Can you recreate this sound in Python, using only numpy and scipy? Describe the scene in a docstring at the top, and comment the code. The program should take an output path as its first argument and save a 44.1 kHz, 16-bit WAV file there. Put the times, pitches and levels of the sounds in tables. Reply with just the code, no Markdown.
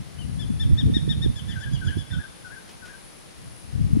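"""Whistling kite in windy bushland

A whistling kite on the left gives a run of short whistles that arch up and slide down. A smaller bird
answers with five low-high-middle phrases of pure, trilled tones. The trees echo both. Gusts of wind
buffet the microphone, cicadas click so fast that they buzz, and dry leaves tick over a steady hush."""
import sys
import numpy as np
from scipy import signal
from scipy.fft import rfft, irfft, next_fast_len
from scipy.io import wavfile
from scipy.ndimage import map_coordinates

SR = 44100
rng = np.random.default_rng(int(sys.argv[2]) if len(sys.argv) > 2 else 0)


def master_out(mix):
    """Clip the mix to full scale and print it as 16-bit PCM to the path in sys.argv[1]."""
    frames = np.transpose(np.atleast_2d(mix))
    ceiling = np.clip(frames, -1, 1)
    pcm = np.round(ceiling * 32767).astype(np.int16)
    wavfile.write(sys.argv[1], SR, pcm)


N = 176400

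# The kite's whistles: (time of the top [s], pitch [Hz], level [dB], boost on the way down [dB],
# richness [dB], glide [share of pitch per s], echo boost [dB])
KITE_WHISTLES = [(0.202, 1540, -42, 5, -17, 6, 2), (0.408, 1753, -37.5, 13, 3, 5.9, 2.5),
                 (.613, 1799, -30, -5, -2, 8.8, 0), (.793, 1837, -27.5, -3, -6, 9.9, -1.5),
                 (0.956, 1868, -25.5, -1, -4.5, 8.3, -1), (1.107, 1842, -28, -3, -2.5, 10.8, -1),
                 (1.236, 1839, -29.5, -10, -3, 8.6, -2.5), (1.372, 1745, -41.5, 16, 11, 8.5, 5.5),
                 (1.497, 1770, -40, 16, 9, 9.1, 6), (1.616, 1740, -45, 16, 14, 9, 8),
                 (1.738, 1678, -45.5, 19.5, 15, 8.1, 11.5), (1.858, 1708, -47, 28, 16, 7, 13),
                 (1.992, 1719, -42, 8, 8, 6.5, 6.5), (2.122, 1799, -41.5, 11, -2, 9, 9.5)]
# Harmonics 1 to 5 of a whistle: (level [dB], share of the richness [ratio])
KITE_HARMONICS = [(-12.5, 0.34), (0, 0), (-15.5, 0.6), (-22.5, 1.05), (-35, .7)]
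# The small bird's phrases: (time [s], pitch [Hz], level [dB], time stretch [ratio])
BIRD_PHRASES = [(1.552, 1529, -35, 0.91), (1.811, 1502, -34, 0.92), (2.12, 1483, -36, 0.96),
                (2.44, 1476, -38, 1.02), (2.817, 1472, -40.5, 0.98)]
# The parts of a phrase: (time into it [s], length [s], start pitch [ratio], middle pitch [ratio],
# end pitch [ratio], trill depth [share of pitch], level [dB])
PHRASE_NOTES = [(.001, 0.048, 1.08, 1.0, 1.028, .012, -0.5),
                (0.058, 0.0248, 0.9, 1.025, 1.054, 0.026, -2.5), (0.073, .042, 1.08, 1.125, 1.12, .03, -2),
                (.115, 0.039, 1.075, 1.055, 1.09, 0.017, -2)]
# Buzzes that lead into a phrase: (time [s], length [s], start pitch [Hz], end pitch [Hz], level [dB])
BIRD_BUZZES = [(1.484, 0.071, 1747, 1860, -45), (2.098, 0.039, 1815, 1746, -46)]
# Wind strength: (time [s], left level [dB], right level [dB])
WIND_STRENGTH = [(0.0, -32, -32.5), (0.03, -30, -36.5), (0.05, -40, -46.5), (0.3, -23.5, -31),
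                 (0.35, -26.5, -35.5), (0.45, -21.5, -28.5), (0.55, -24.5, -29.5), (0.7, -22.5, -19),
                 (0.8, -26.5, -25), (0.87, -14, -16.5), (1.01, -27, -21), (1.29, -23.5, -20),
                 (1.35, -39.5, -31.5), (1.52, -30.5, -23.5), (1.65, -41.5, -36), (1.67, -28, -23),
                 (1.79, -37.5, -29.5), (1.9, -27, -19.5), (1.95, -36, -30.5), (1.97, -30, -20.5),
                 (2.06, -44.5, -37.5), (2.18, -30.5, -23.5), (2.24, -45.5, -48), (3.35, -52.5, -55),
                 (3.46, -37, -38), (3.61, -48, -54), (3.8, -21, -28), (3.99, -16.5, -21.5)]
# The low rumble of gusts: (frequency [Hz], level [dB])
GUST_SPECTRUM = [(13, -57), (22, -23.5), (64, 3), (140, 2.5), (258, -11.5), (392, -29.5), (539, -33),
                 (700, -53), (910, -79), (1540, -120)]
# Finer swirls of air: (frequency [Hz], level [dB])
SWIRL_SPECTRUM = [(120, -16), (220, 6.5), (320, -3), (450, -13.5), (700, -29.5), (1100, -64), (2000, -100)]
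# Single eddies that thump: (time [s], level over the gust [dB], pitch [Hz], width [s])
EDDIES = [(0.506, 12, 210, 0.0045), (0.736, 15, 85, 0.014), (0.833, 6, 238, .005),
          (0.969, 13.5, 243, 0.0028), (1.079, 6.5, 316, 0.0018), (1.115, 8, 166, 0.0041),
          (1.263, 12.5, 267, 0.002), (1.973, 5.5, 280, 0.003), (2.171, 10.5, 153, 0.0098),
          (3.814, 8.5, 162, 0.0074), (3.935, 15, 115, 0.003), (3.972, 10.5, 254, .004)]
# The cicadas swell and fade: (time [s], level [dB])
CICADA_LEVELS = [(0.0, -64), (0.11, -65.5), (0.2, -57), (0.63, -55.5), (0.79, -60.5), (1.05, -55.5),
                 (1.82, -59.5), (1.99, -53.5), (2.06, -59.5), (2.31, -56.5), (2.92, -59.5), (3.04, -53.5),
                 (3.35, -60.5), (3.59, -53), (3.73, -61.5), (4.0, -58)]
# The haze of far cicadas: (frequency [Hz], level [dB])
HAZE_SPECTRUM = [(7500, -70), (8700, -16), (9300, 1), (10200, -1), (10750, 2), (11300, -12.5), (12300, -30),
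                 (15000, -50)]
# Ticks of dry leaves: (time [s], level [dB])
LEAF_TICKS = [(.635, -53), (1.56, -53), (1.901, -50), (2.688, -47), (2.852, -47)]
# The noise in each tick: (frequency [Hz], level [dB])
LEAF_SPECTRUM = [(600, -6), (2500, 0), (6000, -7), (15000, -25)]
# The hush of open air: (frequency [Hz], level [dB])
AIR_SPECTRUM = [(15, -47), (25, 4), (91, -11), (129, -29), (164, 4), (260, -1.5), (281, 0.5), (358, 0),
                (389, -3), (495, -2), (597, -4.5), (684, -4.5), (1530, -9.5), (2420, -11), (5280, -13.5),
                (6910, -18), (10300, -22), (12500, -30), (15500, -36)]
# How alike the hush is on both sides: (frequency [Hz], likeness [-1 to 1])
AIR_LIKENESS = [(60, -0.36), (450, -0.41), (950, -0.32), (1900, 0.094), (7500, 0.18), (15000, 0.064)]
# Shaping that favours the high treble of the hush: (frequency [Hz], gain [dB])
AIR_TREBLE = [(7500, -6), (9500, -2), (10800, 0), (12200, -4.5)]


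def amp(db):
    """Turn decibels into a gain."""
    return 10 ** (np.asarray(db) / 20)


def unit(x):
    """Scale a sound to an average (rms) level of 1."""
    return x / np.sqrt(np.mean(x ** 2) + 1e-20)


def along(points, hz):
    """Read between (frequency, value) points on a log frequency axis."""
    freqs, values = np.transpose(points)
    return np.interp(np.log(hz + 1), np.log(freqs + 1), values)


def curves(rows):
    """One value per sample for each column after the time."""
    times, *columns = np.transpose(rows)
    return np.array([np.interp(np.arange(N) / SR, times, column) for column in columns])


def wobble(rate, size=N):
    """A smooth curve through `rate` random values a second."""
    return map_coordinates(rng.standard_normal(4096), [np.arange(size) * rate / SR], mode="wrap")


def filtered(x, response):
    """Multiply each frequency in x by response(hz)."""
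    size = next_fast_len(N + SR // 2)
    return irfft(rfft(x, size) * response(np.fft.rfftfreq(size, 1 / SR)), size)[..., :N]


def stereo_noise(spectrum, likeness):
    """Noise with a given spectrum; likeness 1 makes both sides the same, -1 opposite."""
    def response(hz):
        angle = np.arccos(np.clip(along(likeness, hz), -1, 1)) / 2
        return amp(along(spectrum, hz)) * [np.cos(angle), np.sin(angle)]
    mid, side = filtered(rng.standard_normal((2, N)), response)
    return unit(np.array([mid + side, mid - side]))


def pan_left(db):
    """Gains that make the left side louder than the right by db."""
    return amp([[db / 2], [-db / 2]])


def add(track, time, sound):
    """Mix a sound in at a time in seconds."""
    part = track[max(round(time * SR), 0):][:len(sound)]
    part += sound[:len(part)]


def fades(t, length, edge_s):
    """Fade in, hold, fade out."""
    return np.sin(np.pi / 2 * np.clip(np.minimum(t, length - t) / edge_s, 0, 1)) ** 2


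def kite():
    """Arched whistles, led by the second harmonic. Returns the direct sound and what the trees get."""
    rise_s, fall_s, slide_s, round_top_s = 0.024, 0.039, 0.032, 0.018
    pitch_jitter, flutter_db, slide_loss_db = 0.0022, 0.9, 10.5
    direct, to_trees = np.zeros((2, N))
    t = np.arange(int((rise_s + fall_s) * SR)) / SR
    from_top = t - rise_s
    arch = np.hypot(from_top, round_top_s) - round_top_s
    slide = np.clip(from_top / slide_s, 0, 1) ** 2  # goes from 0 to 1 on the way down
    envelope = fades(t, rise_s + fall_s, edge_s=0.019)
    for time, hz, db, slide_db, richness_db, glide, echo_db in KITE_WHISTLES:
        rasp = 1 + 0.13 * max(richness_db, 0)  # richer notes are raspier
        pitch = hz * (1 - glide * arch + rasp * pitch_jitter * wobble(436, len(t)))
        phase = 2 * np.pi * np.cumsum(pitch) / SR
        boost_db = slide * slide_db
        for number, (harmonic_db, share) in enumerate(KITE_HARMONICS, start=1):
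            flutter = rasp * flutter_db * wobble(227, len(t))
            gain = amp(db + harmonic_db + flutter - slide_loss_db * slide)
            tone = np.sqrt(2) * gain * np.sin(number * phase) * envelope
            boost_share = 1 if number == 2 else 0.4
            add(direct, time - rise_s, tone * amp(boost_share * boost_db + richness_db * share))
            add(to_trees, time - rise_s, tone * amp(echo_db + 0.69 * boost_db))
    return direct, to_trees


def bird_note(length, start_hz, middle_hz, end_hz, depth, trill_hz=158.7, jitter=0.0082):
    """A pure tone bends through three pitches while a fast trill shakes its pitch and level."""
    t = np.arange(int(length * SR)) / SR
    bend = np.polyval(np.polyfit([0, 0.5, 1], [start_hz, middle_hz, end_hz], 2), t / length)
    trill = np.sin(2 * np.pi * (trill_hz * t + rng.random() + 0.19 * wobble(87, len(t))))
    pitch = bend * (1 + depth * trill + jitter * wobble(350, len(t)))
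    tone = np.sqrt(2) * np.sin(2 * np.pi * np.cumsum(pitch) / SR)
    return tone * (1 - 0.067 * trill) * fades(t, length, edge_s=0.0097)


def small_bird():
    """One short tune, sinking and fading as it repeats. A deeper trill makes the two buzzes."""
    song = np.zeros(N)
    for time, hz, db, stretch in BIRD_PHRASES:
        for offset, length, start, middle, end, depth, note_db in PHRASE_NOTES:
            note = bird_note(length * stretch, hz * start, hz * middle, hz * end, depth)
            add(song, time + offset * stretch, amp(db + note_db) * note)
    for time, length, start_hz, end_hz, db in BIRD_BUZZES:
        buzz = bird_note(length, start_hz, (start_hz + end_hz) / 2, end_hz, depth=0.095)
        add(song, time, amp(db) * buzz)
    return song


def bush_echo(direct, to_trees, lag_s, echo_db):
    """A call from the left, weaker and later on the right, echoes off close scrub and farther trees."""
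    scrub_s, trees_s = 0.081, 0.78  # time to die away by 60 dB
    trees_db, direct_right_db, echo_right_db = -21.5, -14.5, -7.5
    t = np.arange(SR) / SR
    decay = amp(-60 * t / scrub_s) + amp(trees_db - 60 * t / trees_s)
    build_up = 1 - np.exp(-t / 0.029)
    tail = unit(rng.standard_normal((2, SR)) * decay * build_up) / np.sqrt(SR)
    echo = signal.fftconvolve(to_trees[None], tail, axes=1)[:, :N]
    delayed = filtered(direct, lambda hz: np.exp(-2j * np.pi * hz * lag_s))
    call = np.array([direct, amp(direct_right_db) * delayed])
    return call + echo * amp([[echo_db], [echo_db + echo_right_db]])


def wind(low_cut_hz=23, gust_db=0.5, lump_db=2.5):
    """Lumpy gusts, finer swirls and single eddies push the microphone's two sides in opposite ways."""
    strength_db, likeness = curves(WIND_STRENGTH), [(100, -0.79)]
    rumble = filtered(stereo_noise(GUST_SPECTRUM, likeness), lambda hz: hz / np.hypot(hz, low_cut_hz))
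    gusts = amp(gust_db) * unit(rumble * amp(lump_db * wobble(45)))
    swirls = unit(stereo_noise(SWIRL_SPECTRUM, likeness) * amp(4.9 * wobble(60)))
    swirl_db = -29.5 + 2.43 * (strength_db + 17)  # swirls grow faster than the gust
    eddies, t = np.zeros(N), np.arange(-SR // 25, SR // 25) / SR
    for time, db, hz, width in EDDIES:
        thump = np.exp(-(t / width) ** 2) * np.cos(2 * np.pi * (hz * t + rng.random()))
        add(eddies, time + t[0], amp(db) * thump)
    return amp(strength_db) * (gusts + eddies * [[1], [-1]]) + amp(swirl_db) * swirls


def cicadas(beat_hz=203.8, ring_hz=10100, click_s=0.00032, click_db=-4, haze_db=-2.5):
    """A near cicada clicks in threes with a beat's rest, over the haze of far ones."""
    beats = np.cumsum(beat_hz * (1 + 0.004 * wobble(1.3))) / SR
    beat_number = beats.astype(int)
    from_click = (beats % 1 - 0.5) / beat_hz
    size, slip = rng.standard_normal((2, 2048))[:, beat_number]  # each click's own level and phase
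    sounding = beat_number % 4 < 3
    pitch = ring_hz + 180 * wobble(2.92)
    ring = np.sin(2 * np.pi * pitch * from_click + 0.33 * slip)
    envelope = np.exp(-(from_click / click_s) ** 2 / 2)
    clicks = unit(sounding * amp(2 * size) * envelope * ring)
    haze = stereo_noise(HAZE_SPECTRUM, likeness=[(10000, 0.47)])
    return amp(curves(CICADA_LEVELS)) * pan_left(db=4.5) * (amp(click_db) * clicks + amp(haze_db) * haze)


def leaves(rise_s=0.0027, decay_s=0.036):
    """Dry leaves tick: faint bursts of noise that start fast and die away."""
    envelope, t = np.zeros(N), np.arange(SR // 10) / SR
    for time, db in LEAF_TICKS:
        add(envelope, time, amp(db) * np.exp(-t / decay_s) * (1 - np.exp(-t / rise_s)))
    return envelope * stereo_noise(LEAF_SPECTRUM, likeness=[(3000, 1.0)])


def air(level_db=-47.5):
    """The steady hush of open country."""
    noise = stereo_noise(AIR_SPECTRUM, AIR_LIKENESS)
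    hush = unit(filtered(noise, lambda hz: amp(along(AIR_TREBLE, hz))))
    return amp(level_db + 0.2 * wobble(4.2)) * pan_left(db=3) * hush


def scene():
    """Mix both birds and their echoes with the insects, wind, leaves and air."""
    song = small_bird()
    whistles, to_trees = kite()
    birds = bush_echo(whistles, to_trees, lag_s=6e-5, echo_db=-7.5)
    birds += bush_echo(song, song, lag_s=8.6e-5, echo_db=-8.5)
    return birds + cicadas() + wind() + leaves() + air()


def record(dry):
    """Cut away everything above 15700 Hz."""
    return filtered(dry, lambda hz: hz < 15700)


dry = scene()
out = record(dry)
master_out(out)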